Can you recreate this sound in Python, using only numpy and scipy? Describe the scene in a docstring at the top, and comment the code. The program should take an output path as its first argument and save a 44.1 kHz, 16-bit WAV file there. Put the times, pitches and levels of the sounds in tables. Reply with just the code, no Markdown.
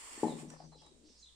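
"""Scale and bowl on a wooden table

A small kitchen scale and a wooden bowl are pushed across a table, close up, hissing over the grain.
One lands with a hollow thump and a short judder that ring the table top; both settle with small
knocks, scuffs and ticks. Faint chirps, like distant birds, come in over a low hum and hiss."""
import sys
import numpy as np
from scipy import signal
from scipy.fft import rfft, irfft, next_fast_len
from scipy.io import wavfile
from scipy.ndimage import map_coordinates

SR = 44100
rng = np.random.default_rng(int(sys.argv[2]) if len(sys.argv) > 2 else 0)


def put_to_file(sound):
    """Save the sound as 16-bit audio at rate SR, in the file named by the first command-line argument."""
    columns = np.atleast_2d(sound).T  # one column per channel
    safe = np.clip(columns, -1, 1)
    whole_steps = np.round(safe * 32767)
    wavfile.write(sys.argv[1], SR, whole_steps.astype(np.int16))


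N = 59535


# Hiss fader: time_s, level_db
HISS_FADER = [(0, -52.5), (.14, -53), (.22, -52), (.31, -56), (.365, -58), (.405, -54), (.44, -61),
              (.485, -67), (.53, -65), (.62, -79), (.70, -100), (.86, -84), (.93, -81), (1.35, -76.5)]
# Hiss tone: freq_hz, gain_db
HISS_EQ = [(100, -26), (350, -4.5), (720, -3), (1020, 7.5), (1480, -3.5), (2000, 1), (3400, -2.5),
           (4100, -11.5), (4500, -2.5), (5900, -5.5), (6300, -11), (6800, 1.5), (7500, 0.5), (9000, 3),
           (9600, -10.5), (10300, -14.5), (15500, -22.5)]
# Hiss placement: freq_hz, left_over_right_db
HISS_PAN = [(300, 3.5), (700, 7), (1300, -0.5), (3400, 0.5), (4600, -1), (6000, -11.5), (6400, -4),
            (6900, -6), (7400, -13), (8100, 0.5), (8700, 1), (9300, 13), (10500, -1)]
# Resonances of the scale's case: centre_hz, width_hz, boost_db
CASE_PEAKS = [(1770, 28, 5.5), (2014, 64, 2.5), (2420, 78, 1.5), (3540, 110, 0.5), (4300, 87, 9),
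              (5420, 100, 0.5), (7000, 30, 4), (7666, 120, 9.5), (8200, 35, 6.5), (8480, 70, 1.5)]
def slide_hiss():
    """Fine wood grain under the feet makes a rough hiss that keeps the case ringing."""
    level_db = fader(HISS_FADER) + .5 * wobble(500) + .99 * wobble(30)
    hiss = panned(noise(HISS_EQ), HISS_PAN) * amp(level_db)
    return filtered(hiss, lambda hz: amp(sum(
        db / (1 + (2 * (hz - centre) / width) ** 2) for centre, width, db in CASE_PEAKS)))


# Drag fader: time_s, level_db
DRAG_FADER = [(0, -83.5), (.16, -65.5), (.2, -64), (.3, -50), (.46, -60.5), (.53, -61.5), (.57, -68),
              (.65, -65.5), (.73, -73), (.88, -70), (.93, -66.5), (1.0, -69.5), (1.08, -68), (1.13, -74),
              (1.35, -97)]
# Drag tone: freq_hz, gain_db
DRAG_EQ = [(60, -35.5), (120, -2.5), (155, -7), (230, 5.5), (320, 3), (440, 0.5), (600, -4), (1000, -26),
           (1500, -59), (5000, -87)]
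# Placement of drag, knocks and scuffs: freq_hz, left_over_right_db
TABLE_PAN = [(60, 4), (200, 6), (380, 5.5), (800, 6), (1300, 0), (2400, 3)]
def bowl_drag():
    """The bowl's foot drags on the wood with a low, lumpy rumble."""
    drag = noise(DRAG_EQ) * amp(fader(DRAG_FADER) + 1.5 * wobble(70))
    return panned(drag, TABLE_PAN)


# Modes of the table top: pitch_hz, level_db, t60_s
TABLE_MODES = [(155.55, -4, 0.74), (172.3, -10.5, 0.57), (236.5, -2, 0.29), (269.3, -7.5, 0.36),
               (318.7, 0.66, 0.2), (369.2, -7.5, 0.17), (423, -2.7, 0.12), (481.5, -20, 0.496),
               (562.5, -14.5, 0.37), (616.7, -13.5, 0.35), (683, -15, 0.29), (758, -1.6, 0.094),
               (851.3, 5.5, 0.096), (896, -6.5, 0.088), (1009, -16, 0.27)]
# Hits on the table: time_s, push_db, centre_hz, half_length_cycles, ring_db
TABLE_HITS = [(0.179, -44, 380, 0.63, -54), (0.2332, -19, 417, 0.46, -26.5), (0.2502, -24, 265, 0.19, -44),
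              (0.2681, -26, 266, 0.42, -46), (0.2837, -28.5, 577, 0.38, -52),
              (0.2967, -35.5, 464, 0.75, -48), (0.3235, -29.5, 367, 0.22, -50.5),
              (0.3604, -45, 290, 0.37, -54), (.4035, -51, 730, 1.6, -65), (0.4336, -37, 237, 0.24, -44.5),
              (0.4836, -47.5, 188, 1.7, -60.5), (0.6057, -45, 707, 1.64, -59), (0.639, -54, 158, 0.65, -56),
              (0.663, -53.5, 155, 2.6, -58.5), (.726, -52, 850, 0.51, -68), (.758, -54, 492, 1.2, -66.5),
              (.823, -56, 854, 0.55, -67), (.866, -63, 1080, 1.8, -66.5), (0.922, -55, 364, 1, -74),
              (1.059, -58.5, 303, 4, -75.5), (1.103, -63, 443, 1.2, -80.5)]
# Reverb send of the knocks: freq_hz, send_db
KNOCK_SEND = [(150, -14), (350, -15), (600, -12.5), (1000, -9), (2000, 8.5)]
def knocks(spread_oct=1.004, attack_s=.0015, low_cut_hz=122):
    """Each soft contact gives one short push and wakes the table modes near its pitch."""
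    wood = np.zeros(N)
    for time_s, push_db, centre_hz, half_length, ring_db in TABLE_HITS:
        cycles = (np.arange(N) / SR - time_s) * centre_hz
        wood -= amp(push_db) * np.exp(-.5 * (cycles / half_length) ** 2) * np.cos(2 * np.pi * cycles)
        t = since(time_s)
        rise = 1 - np.exp(-(t / attack_s) ** 2)
        for hz, db, t60 in TABLE_MODES:
            woken = np.exp(-.5 * (np.log2(hz / centre_hz) / spread_oct) ** 2)
            wood -= woken * rise * amp(ring_db + db - 60 * t / t60) * np.cos(2 * np.pi * hz * t)
    # The table top radiates little deep bass.
    wood = filtered(wood, lambda hz: 1 - 1 / (1 + (hz / low_cut_hz) ** 4))
    tail = filtered(reverb(wood), lambda hz: amp(along(KNOCK_SEND, hz)))
    return panned(wood + tail, TABLE_PAN)


# Scuff cues: start_s, length_s, level_db
SCUFFS = [(0.507, 0.089, -60.5), (0.587, 0.097, -62.5), (0.716, 0.059, -65), (0.811, 0.1, -68)]
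# Scuff tone: freq_hz, gain_db
SCUFF_EQ = [(200, -38), (500, 0), (750, 2), (1050, 1), (1400, -10), (2200, -15), (5000, -36), (12000, -63)]
def scuffs():
    """Fingers and bowl rub while settling: grainy scuffs that start quickly and fade."""
    level = 0
    for start_s, length_s, db in SCUFFS:
        progress = np.minimum(since(start_s) / length_s, 1)
        level += amp(db) * np.sin(np.pi * np.sqrt(progress))
    return panned(noise(SCUFF_EQ) * level * amp(3.1 * wobble(200)), TABLE_PAN)


# Tick cues: start_s, level_db
CASE_TICKS = [(0.238, -48), (0.502, -49), (0.818, -62), (.863, -59)]
# Tick tone: freq_hz, gain_db
TICK_EQ = [(400, -33), (1100, 2), (1800, -0.5), (3000, -9.5), (6000, -3.5), (8800, 1), (10000, -26),
           (15000, -42.5)]
def case_ticks(t60_s=.035):
    """The plastic case ticks lightly: bright noise bursts that die fast."""
    level = sum(amp(db - 60 * since(s) / t60_s) * (since(s) > 0) for s, db in CASE_TICKS)
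    return noise(TICK_EQ) * level


# Squeak cues: start_s, length_s, pitch_hz, level_db
FOOT_SQUEAKS = [(.13, .11, 1802, -63), (.245, .055, 1795, -60), (.518, .022, 1780, -66)]
def foot_squeaks(waver_hz=14):
    """A sliding foot sticks and slips in faint, unsteady squeaks."""
    return sum(amp(db + 3.58 * wobble(200)) * note(start_s, length_s, hz + waver_hz * wobble(300))
               for start_s, length_s, hz, db in FOOT_SQUEAKS)


# Call cues: start_s, length_s, start_hz, end_hz, level_db
NEAR_CALLS = [(0.253, 0.097, 4300, 3354, -57), (0.714, 0.059, 4130, 3998, -63.5),
              (0.822, 0.071, 4020, 3783, -65), (1.225, 0.013, 4230, 4010, -53),
              (1.236, 0.0206, 3833, 4100, -57), (1.255, .026, 3500, 3594, -58),
              (1.276, 0.026, 3850, 3096, -61.5)]
def near_calls(waver_hz=109, rasp_db=2.5):
    """Nearer, raspy whistles, most of them falling, with a faint room tail."""
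    song = sum(amp(db) * glide(*shape, waver_hz) for *shape, db in NEAR_CALLS)
    song *= amp(rasp_db * wobble(350))
    return (song + amp(-5) * reverb(song)) * amp([[-1], [1]])  # slightly right


# Chirp cues: start_s, length_s, start_hz, end_hz, waver_hz, level_db
FAR_CHIRPS = [(0.476, 0.047, 5925, 5640, 223, -59), (0.53, 0.13, 5340, 4500, 462, -63.5),
              (0.629, 0.038, 5890, 6160, 324, -63.5), (0.75, .08, 4900, 5400, 587, -62),
              (0.774, 0.0424, 3673, 3213, 310, -62.5), (1.026, 0.12, 4490, 5484, 905, -62.5),
              (1.135, 0.092, 5120, 4850, 566, -62), (1.174, 0.063, 6230, 7330, 645, -60.5)]
def far_chirps():
    """Wavering twitters, blurred by distance and the room."""
    song = sum(amp(db) * glide(*shape) for *shape, db in FAR_CHIRPS)
    return (amp(-3) * song + amp(-3.5) * reverb(song)) * amp([[-1], [1]])  # slightly right


# Hum and hiss tone: freq_hz, gain_db
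ROOM_TONE_EQ = [(25, 4), (45, -5.5), (62, 12), (80, -10), (150, -8), (400, -14), (1000, -23.5),
                (2300, -22.5), (3500, -18), (5200, -18), (6500, -19), (8000, -14.5), (9300, -19),
                (9650, -35.5), (15000, -46.5)]
def room_tone():
    """The room's steady bed: low hum leaning left, hiss mostly right."""
    pan = [(100, 4.0), (1500, 1.5), (5000, -5.5), (7500, -10), (9000, 6), (11000, -2.5)]
    return amp(-68) * panned(noise(ROOM_TONE_EQ), pan)


# Room decay: freq_hz, t60_s
ROOM_DECAY = [(150, 0.8), (400, 0.12), (1000, 0.36), (4000, 0.47), (10000, 0.11)]
def reverb(x, predelay_s=.014):
    """The room's answer: each frequency dies at its own speed."""
    white = noise([(1, 0), (SR, 0)])[:, :SR // 2]
    hz, t, bands = signal.stft(white, SR, nperseg=256)
    decay = amp(-60 * t / along(ROOM_DECAY, hz)[:, None])
    tail = signal.istft(bands * decay, SR, nperseg=256)[1]
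    tail = np.pad(tail / np.linalg.norm(tail[0]), ((0, 0), (int(predelay_s * SR), 0)))
    return signal.fftconvolve(np.atleast_2d(x), tail, axes=1)[:, :N]


# Stereo image of the noise: freq_hz, left_right_correlation
STEREO_IMAGE = [(60, 0.47), (300, .65), (700, 0.25), (1400, 0.0082), (3000, 0)]
def noise(eq):
    """Stereo noise of rms 1, narrower in the bass and wide in the treble."""
    def colour(hz):
        angle = np.arccos(along(STEREO_IMAGE, hz)) / 2
        return amp(along(eq, hz)) * [np.cos(angle), np.sin(angle)]
    mid, side = filtered(rng.standard_normal((2, N)), colour)
    stereo = np.array([mid + side, mid - side])
    return stereo / np.sqrt(np.mean(stereo ** 2))


def glide(start_s, length_s, start_hz, end_hz, waver_hz):
    """A note that slides in pitch with a fast random waver."""
    hz = np.interp(since(start_s), [0, length_s], [start_hz, end_hz])
    return note(start_s, length_s, hz + waver_hz * wobble(1600))


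def note(start_s, length_s, hz):
    """A tone that swells and fades once."""
    swell = np.sin(np.pi * np.minimum(since(start_s) / length_s, 1))
    return swell * np.sin(2 * np.pi * np.cumsum(hz) / SR)


def amp(db):
    """Decibels to gain."""
    return 10 ** (np.asarray(db) / 20)


def along(points, hz):
    """Join (freq_hz, value) points on a log axis."""
    freqs, values = np.transpose(points)
    return np.interp(np.log(hz + 1), np.log(freqs + 1), values)


def fader(points):
    """Join (time_s, value) points, one value per sample."""
    return np.interp(np.arange(N) / SR, *np.transpose(points))


def since(start_s):
    """Seconds since the start, zero before."""
    return np.maximum(np.arange(N) / SR - start_s, 0)


def wobble(rate):
    """A smooth random curve, rate knots a second."""
    return map_coordinates(rng.standard_normal(N // 8), [np.arange(N) * rate / SR], mode="wrap")


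def filtered(x, response):
    """Apply a gain that depends on frequency."""
    size = next_fast_len(N + SR // 2)
    return irfft(rfft(x, size) * response(np.fft.rfftfreq(size, 1 / SR)), size)[..., :N]


def panned(x, pan):
    """Left-right balance by frequency."""
    return filtered(x, lambda hz: amp(np.outer([.5, -.5], along(pan, hz))))


def scene():
    """Table sounds up front, chirps and room tone behind."""
    table = slide_hiss() + bowl_drag() + knocks() + scuffs()
    case = case_ticks() + foot_squeaks()
    return table + case + .5 * reverb(case) + far_chirps() + near_calls() + room_tone()


def record(dry, top_hz=15700):
    """A brick-wall high cut on the mix."""
    return filtered(dry, lambda hz: hz < top_hz)


dry = scene()
out = record(dry)
put_to_file(out)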